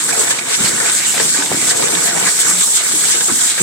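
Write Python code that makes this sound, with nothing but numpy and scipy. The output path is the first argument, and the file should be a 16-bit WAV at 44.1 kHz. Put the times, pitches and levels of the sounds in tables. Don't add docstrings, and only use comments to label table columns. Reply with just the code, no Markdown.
import sys
import numpy as np
from scipy import signal
from scipy.io import wavfile

SR = 44100
rng = np.random.default_rng(int(sys.argv[2]) if len(sys.argv) > 2 else 0)


def generate_wav(sig):
    pcm = np.round(np.clip(np.atleast_2d(sig).T, -1, 1) * 32767).astype(np.int16)
    wavfile.write(sys.argv[1], SR, pcm)


N = 159642
T = np.arange(N) / SR
BLOW_SAMPLES = SR // 4
SIDES = np.array([[1], [-1]])
# f/Hz, left minus right/dB
BALANCE = [(60, -6), (200, 2.5), (330, -3), (500, 6.5), (770, 10), (1170, 1), (1790, -4), (2740, 0),
           (4200, -2), (7000, -2.5), (8500, -1.5), (10500, 0), (15000, -1)]


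def from_db(db):
    return 10 ** (np.asarray(db) / 20)


def rms_one(x):
    return x / np.sqrt(np.mean(x ** 2) + 1e-20)


def in_time(rows):
    s, *columns = np.transpose(rows)
    return [np.interp(T, s, column) for column in columns]


def at_hz(points, hz):
    table_hz, values = np.transpose(points)
    return np.interp(np.log(hz), np.log(table_hz), values)


def panned(db):
    return rms_one(from_db(SIDES / 2 * db))


def drift(rate_hz):
    step = 40
    warm_up = 2000
    pole = np.exp(-2 * np.pi * rate_hz * step / SR)
    noise = rng.standard_normal(N // step + 2 + warm_up)
    slow = signal.lfilter([1], [1, -2 * pole, pole * pole], noise)[warm_up:]
    return np.interp(np.arange(N) / step, np.arange(len(slow)), rms_one(slow))


def add(out, s, sound):
    i = int(max(s, 0) * SR)
    out[:, i:i + sound.shape[1]] += sound[:, :max(N - i, 0)]


def coloured(spectrum, drive, patchy_db, flicker_hz):
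    # f/Hz, left-right likeness (clipped to -1..1)
    likeness = [(60, 1), (200, 0.91), (330, 0.79), (500, -1.04), (770, -0.21), (1170, 0.78), (1790, 0.49),
                (2740, -0.28), (4190, -0.21), (6400, -0.088), (15000, -0.061)]
    out = 0
    edges = 25 * 2 ** (np.arange(29) / 3)
    white = rng.standard_normal((2, 2, N)) * drive
    for k, (low, high) in enumerate(zip(edges, edges[1:])):
        if high < spectrum[0][0] or low > spectrum[-1][0]:
            continue
        hz = np.sqrt(low * high)
        band = signal.butter(2, [low, high], "band", fs=SR, output="sos")
        mid, side = signal.sosfilt(band, white[k % 2])
        alike = np.clip(at_hz(likeness, hz), -1, 1)
        level_db = at_hz(spectrum, hz) + patchy_db * drift(flicker_hz)
        stereo = np.sqrt(1 + alike) * mid + np.sqrt(1 - alike) * side * SIDES
        out = out + from_db(level_db) * panned(at_hz(BALANCE, hz)) * stereo
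    return rms_one(out)


def near_walls(x):
    echo_gain = 0.27
    out = x.copy()
    for k, lag in enumerate((rng.uniform(.001, .012, 6) * SR).astype(int)):
        out[k % 2, lag:] += echo_gain * x[k % 2, :-lag]
    return rms_one(out)


def chatter():
    ticks_per_s, spread_db, t60_s = 170, 2.5, 0.031
    sizes = from_db(spread_db * np.minimum(rng.exponential(1, N), 3))
    ticks = (rng.random(N) < ticks_per_s / SR) * sizes
    at = np.flatnonzero(ticks)
    out = np.zeros((2, N))
    for hz in np.geomspace(2900, 6270, 20):
        hits = np.zeros((2, N))
        hits[:, at] = ticks[at] * rng.exponential(1, len(at)) * rng.standard_normal((2, len(at)))
        pole = from_db(-60 / (t60_s * SR)) * np.exp(2j * np.pi * hz / SR)
        out += signal.lfilter([1], [1, -pole], hits + 1e-18).imag
    return rms_one(out)


def air_jets():
    # t/s, relative level of hiss/dB, relative level of rush/dB
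    jet_levels = [(0.0, -20, -22.5), (0.08, -17.5, -38), (0.11, -16.5, -20), (0.12, -23, -41),
                  (0.13, -17.5, -27), (0.3, -18, -30.5), (0.31, -15, -17.5), (0.34, -24.5, -28.5),
                  (0.39, -25, -27), (0.42, -27.5, -39), (0.49, -22.5, -30), (0.55, -18, -18.5),
                  (0.57, -18, -30), (0.67, -17, -19), (0.73, -22, -29.5), (0.84, -18.5, -28),
                  (0.9, -19, -20.5), (0.94, -16.5, -27), (1.06, -21.5, -22.5), (1.09, -18, -26.5),
                  (1.19, -19, -22.5), (1.24, -17, -25.5), (1.32, -18, -28.5), (1.35, -16.5, -23),
                  (1.4, -23.5, -20.5), (1.445, -21, -27.5), (1.675, -17, -25), (1.71, -15.5, -18.5),
                  (1.74, -23.5, -25.5), (1.77, -18.5, -26), (2.01, -18.5, -28.5), (2.07, -13.5, -24.5),
                  (2.1, -23.5, -24), (2.15, -19.5, -28.5), (2.25, -18, -27), (2.275, -15, -18.5),
                  (2.33, -17.5, -29.5), (2.38, -17.5, -26.5), (2.405, -12, -24), (2.44, -19.5, -25.5),
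                  (2.5, -15, -27.5), (2.56, -17.5, -30), (2.61, -15.5, -23.5), (2.64, -14, -31.5),
                  (2.71, -17.5, -29), (2.77, -13.5, -22.5), (2.8, -23.5, -21.5), (2.84, -16.5, -34.5),
                  (2.9, -17, -28), (2.99, -14.5, -29.5), (3.12, -14.5, -22.5), (3.14, -18.5, -22),
                  (3.24, -17, -29), (3.45, -14.5, -26.5), (3.47, -15.5, -24), (3.54, -21.5, -24.5),
                  (3.62, -16, -26)]
    # f/Hz, relative density/dB per Hz
    hiss_spectrum = [(4000, -1.5), (5500, -2.5), (6800, 1), (8000, 3), (9000, -3.5), (10200, -2),
                     (12500, -10), (15500, -11.5)]
    rush_spectrum = [(900, -7.5), (1800, -0.5), (2600, -1.5), (3700, 0), (5000, -2.5), (6300, -3.5),
                     (8000, -10), (12000, -32.5)]
    hiss_trim_db, rush_trim_db, chatter_db = -5.5, 2, -9.5
    hiss_db, rush_db = in_time(jet_levels)
    sway_db = 1.7 * drift(5.1) * SIDES / 2
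    flutter = from_db(0.49 * drift(32) + 1.0 * drift(250) + sway_db)
    hiss = near_walls(coloured(hiss_spectrum, flutter, patchy_db=1.32, flicker_hz=22))
    rush = near_walls(coloured(rush_spectrum, flutter, patchy_db=3.0, flicker_hz=10))
    rush = rms_one(rush + from_db(chatter_db) * chatter())
    return from_db(hiss_db + hiss_trim_db) * hiss + from_db(rush_db + rush_trim_db) * rush


def dying(contacts, t60_s, wash):
    decay = from_db(-120 / (t60_s * SR))
    energy = signal.lfilter([1], [1, -decay], contacts ** 2 + 1e-18)
    return np.sqrt(energy / energy.mean() + wash)


def ringing(resonances, contacts):
    out = 0
    for hz, width_hz, db, pan_db, phase in resonances:
        pole = np.exp(np.pi * (2j * hz - width_hz) / SR)
        ring = signal.lfilter([1], [1, -pole], contacts * rng.standard_normal(N) + 1e-18)
        ears = np.real(np.array([ring * np.exp(1j * phase), ring]))
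        out = out + from_db(db) * panned(pan_db) * rms_one(ears)
    return out


def tumbling():
    # t/s, relative level of clatter/dB, of hollow body/dB, of rumble/dB
    tumble_levels = [(0.0, -31, -38, -35), (0.19, -26, -22.5, -35.5), (0.46, -29.5, -33.5, -37),
                     (0.525, -23, -23.5, -34), (0.56, -31, -37, -41), (0.61, -29.5, -29, -27.5),
                     (0.77, -26, -26, -28.5), (0.84, -25.5, -25.5, -34), (0.885, -22, -28, -35),
                     (0.93, -31, -31.5, -35), (1.1, -30, -34.5, -39), (1.19, -28, -22.5, -31),
                     (1.32, -33, -41, -31.5), (1.39, -30, -24.5, -35), (1.48, -36, -33.5, -35),
                     (1.535, -23, -25, -21.5), (1.56, -30, -34.5, -29), (1.7, -30, -25, -30),
                     (2.24, -25.5, -25.5, -33.5), (2.27, -17, -25.5, -27.5), (2.32, -34, -31, -43),
                     (2.49, -22.5, -30, -32.5), (2.68, -45, -32, -39.5), (2.82, -28.5, -32, -45),
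                     (2.92, -28.5, -33.5, -33), (3.28, -38.5, -31.5, -39), (3.31, -22, -24, -34),
                     (3.35, -39, -36, -34), (3.44, -28.5, -30.5, -36.5), (3.56, -40, -39, -43),
                     (3.59, -21.5, -37, -40), (3.62, -31, -23, -25)]
    # f/Hz, relative density/dB per Hz
    clatter_spectrum = [(800, -13), (1150, 1), (1550, 2.5), (2000, 2.5), (2400, -10), (3200, -5),
                        (6000, -44)]
    body_spectrum = [(300, -25), (400, -5), (470, -0.5), (570, -23), (720, -6.5), (1000, -8), (1400, -19)]
    rumble_spectrum = [(30, -25), (55, -11), (80, -11), (105, -5), (130, -1), (175, 1.5), (250, 0),
                       (330, -10), (430, -6), (700, -9.5)]
    # f/Hz, width/Hz, level against the layer's noise/dB, left minus right/dB, phase lead of left/rad
    wall_rings = [(1203, 38, -12.5, 33, 0.2), (1496, 23, -8, 10, 0.23), (1673, 23, -11, -1, 0.49),
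                  (2147, 46, -6, -2, 2), (2318, 38, -2.5, -4.5, 2.53), (3700, 250, -16, -12, 0.58)]
    cavity_rings = [(438, 13.5, -9, 0.68, 1.7), (479, 14.5, -4.5, 1.7, 2.47), (576, 38, -6, 2.1, 2.2),
                    (696.3, 21, -9.5, 16, 0.53), (828, 22, -12.5, 4, 0.95), (926, 52, -11, 0.92, 0.5)]
    bowl_rings = [(182, 40, -9, -5, 0), (248.5, 34, -9, -5, 0), (304, 35, -5.5, -9, 0),
                  (354, 33, -5, -15, 0)]
    contacts_per_s, spread_db = 420, 1.5
    clatter_trim_db, body_trim_db, rumble_trim_db = -2.5, -3, -2.5
    clatter_db, body_db, rumble_db = in_time(tumble_levels)
    sizes = from_db(spread_db * np.minimum(rng.exponential(1, N), 4))
    contacts = (rng.random(N) < contacts_per_s / SR) * sizes
    clatter = coloured(clatter_spectrum, dying(contacts, 0.019, wash=0.36), patchy_db=3.0, flicker_hz=33)
    body = coloured(body_spectrum, dying(contacts, 0.0048, wash=1.0), patchy_db=5.5, flicker_hz=12.8)
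    rumble = coloured(rumble_spectrum, dying(contacts, 0.046, wash=0.63), patchy_db=0.4, flicker_hz=16.0)
    return (from_db(clatter_db + clatter_trim_db) * (clatter + ringing(wall_rings, contacts))
            + from_db(body_db + body_trim_db) * (body + ringing(cavity_rings, contacts))
            + from_db(rumble_db + rumble_trim_db) * (rumble + ringing(bowl_rings, contacts)))


def struck(modes, hz, t60_s, phase_spread):
    t = T[:BLOW_SAMPLES]
    out = 0
    for ratio, db in modes:
        detune, strength, phase = rng.standard_normal(3)
        mode_hz = hz * ratio * (1 + 0.026 * detune)
        angle = 2 * np.pi * (mode_hz * t + rng.random()) + phase_spread * phase * SIDES
        out = out + from_db(db + 1.8 * strength - 60 * t / t60_s) * np.sin(angle)
    return out / np.abs(out).max()


def knocks():
    # t/s, relative peak level/dB, nominal ring f/Hz, left minus right/dB, relative level of tick/dB
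    knock_list = [(0.092, -9, 1560, 4, -8), (0.1082, -11, 1690, -2, -11), (.126, -11.5, 2300, -14, -20),
                  (.178, -17, 1180, -1, -10), (0.2748, -13, 1800, -8, -3), (0.3125, -13.5, 1570, -4, -23),
                  (0.3879, -10.5, 2265, -6, -7), (0.8015, -5, 1560, 0, -12), (0.8592, -9, 2140, -2, -22),
                  (.879, -9, 1390, -2, -19), (0.944, -14, 1660, 8, -26), (1.178, -8, 1830, 7, -16),
                  (1.1996, -8, 1710, 2.5, 0), (1.3454, -12, 1470, 3, -14), (1.3893, -14.5, 1130, 1, -16),
                  (1.4229, -8, 1550, 0, -3), (1.46, -27, 1900, 0, 0), (1.6153, -11, 2040, -1.5, -10),
                  (1.824, -15, 935, 8, -1.5), (1.8331, -12.5, 1150, -1, -22), (1.873, -9, 1680, -6, -11),
                  (1.883, -23, 1650, 2, 0), (1.9505, -11, 1690, 2, 2.5), (2.067, -26, 2080, 0, -12),
                  (2.156, -17, 907, 3, -13), (2.175, -17, 810, 8, -5), (2.227, -18.5, 1700, 3, -2),
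                  (2.612, -11, 1480, -7, -2), (2.808, -12, 2020, -9, -18), (2.8499, -18, 1680, 3, -25),
                  (2.9246, -18, 1580, -5, -13), (3.105, -23, 2120, -1, -9), (3.148, -14, 1490, -1, -19),
                  (3.173, -20, 1490, -4, -20), (3.2085, -11, 1534, 3, 0.5), (3.2839, -8.5, 1150, -1, -6),
                  (3.5783, -13, 1700, -8, -8)]
    # multiple of ring f, relative level/dB
    wall_modes = [(.31, 2), (.62, -10), (.9, -1), (1, 10), (1.1, 8), (1.42, -2), (2.1, -13)]
    ring_trim_db, ring_t60_s, rise_s = -0.5, 0.039, 0.00014
    tick_trim_db, tick_t60_s = -5, 0.011
    guide_hz, guide_trim_db, guide_t60_s = 3615, -15, 0.018
    bounce_s, bounce_db = 0.007, -7
    out, t = np.zeros((2, N)), T[:BLOW_SAMPLES]
    rise = 1 - np.exp(-t / rise_s)
    treble = signal.butter(2, 4500, fs=SR, output="sos")
    for s, db, hz, pan_db, tick_db in knock_list:
        for delay, loss_db in ((0, 0), (bounce_s * rng.uniform(0.496, 1.9), bounce_db)):
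            burst = rng.standard_normal((2, len(t))) * from_db(tick_trim_db - 60 * t / tick_t60_s)
            tick = signal.sosfilt(treble, burst)
            ping = from_db(guide_trim_db) * struck([(1, 0)], guide_hz, guide_t60_s, phase_spread=1.0)
            ring = from_db(db + ring_trim_db) * struck(wall_modes, hz, ring_t60_s, phase_spread=0.87)
            blow = (ring + from_db(tick_db) * (tick + ping)) * rise
            add(out, s + delay, blow * from_db(loss_db) * panned(pan_db))
    return out


def enclosure(x):
    t60_s = 0.34
    out = np.zeros((2, N))
    for k, lag in enumerate((rng.uniform(0.0077, 0.037, 12) * SR).astype(int)):
        direct = x[k % 2]
        loop = direct.copy()
        gain = from_db(-60 * lag / SR / t60_s)
        for i in range(lag, N, lag):
            loop[i:i + lag] += gain * loop[i - lag:i][:N - i]
        out[k % 2] += (loop - direct) * (-1) ** (k // 2)
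    return out / np.sqrt(6)


def thumps():
    # t/s, relative peak level/dB, nominal f/Hz, decay time t60/s
    drops = [(0.173, -16, 453, 0.2), (0.605, -13.5, 189, 0.067), (0.642, -12, 172, 0.039),
             (0.719, -19, 328, 0.073), (0.745, -14, 227, 0.039), (1.2, -19, 463, 0.23),
             (1.387, -13, 293, 0.14), (1.5185, -13, 290, 0.03), (1.5355, -5.5, 250, 0.03),
             (1.5455, -7.5, 265, 0.03), (1.569, -13, 325, 0.082), (1.932, -12, 331, 0.077),
             (2.128, -17, 323, 0.066), (2.937, -17, 316, 0.065), (3.146, -15.5, 360, 0.071),
             (3.297, -12, 340, 0.074), (3.316, -13, 218, 0.086), (3.601, -12, 360, 0.098),
             (3.604, -14, 200, 0.088)]
    # multiple of nominal f, relative level/dB
    bowl_modes = [(.62, -17.5), (1, 1), (1.33, -7), (2.1, -25)]
    trim_db, rise_s = -2, 0.001
    out = np.zeros((2, N))
    rise = 1 - np.exp(-T[:BLOW_SAMPLES] / rise_s)
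    for s, db, hz, t60_s in drops:
        thump = from_db(db + trim_db) * rise * struck(bowl_modes, hz, t60_s, phase_spread=0.37)
        add(out, s, thump * panned(at_hz(BALANCE, hz)))
    return out


def slaps():
    # t/s, peak level/dB, half length of the swing/s
    landings = [(1.5177, -5.5, 0.0003), (1.5376, -15.5, 0.00072), (1.6296, -17.5, 0.00046)]
    out = 0
    for s, db, half_s in landings:
        u = (T - s) / half_s
        out = out + from_db(db) * u * np.exp((1 - u * u) / 2)
    return out


def drone():
    # t/s, mean level/dB
    swell = [(1.7, -65), (2.05, -41), (2.28, -37), (2.34, -72), (2.5, -35.5), (2.7, -50.5), (2.95, -45),
             (3.1, -59)]
    centre_hz, wobble_hz = 175.7, 4.94
    level_db, = in_time(swell)
    turns = np.cumsum(centre_hz + wobble_hz * drift(8.2)) / SR
    return from_db(level_db + 2.3 * drift(4.8)) * np.sqrt(2) * np.sin(2 * np.pi * turns)


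def scene():
    room_db = -11
    blows = knocks() + thumps() + slaps()
    return air_jets() + tumbling() + drone() + blows + from_db(room_db) * enclosure(blows)


def record(dry):
    # f/Hz, width/Hz, gain at resonance/dB
    ports = [(8280, 1250, 15), (7910, 1010, 13.5)]
    wet = []
    for x, (hz, width_hz, db) in zip(dry, ports):
        resonance = signal.lfilter(*signal.iirpeak(hz, hz / width_hz, fs=SR), x)
        wet.append(x + (from_db(db) - 1) * resonance)
    wet = signal.sosfilt(signal.butter(1, 70, "high", fs=SR, output="sos"), wet)
    low_pass = signal.ellip(10, .2, 80, 15750, fs=SR, output="sos")
    return signal.sosfilt(low_pass, np.clip(wet, -1, 1))


dry = scene()
out = record(dry)
generate_wav(out)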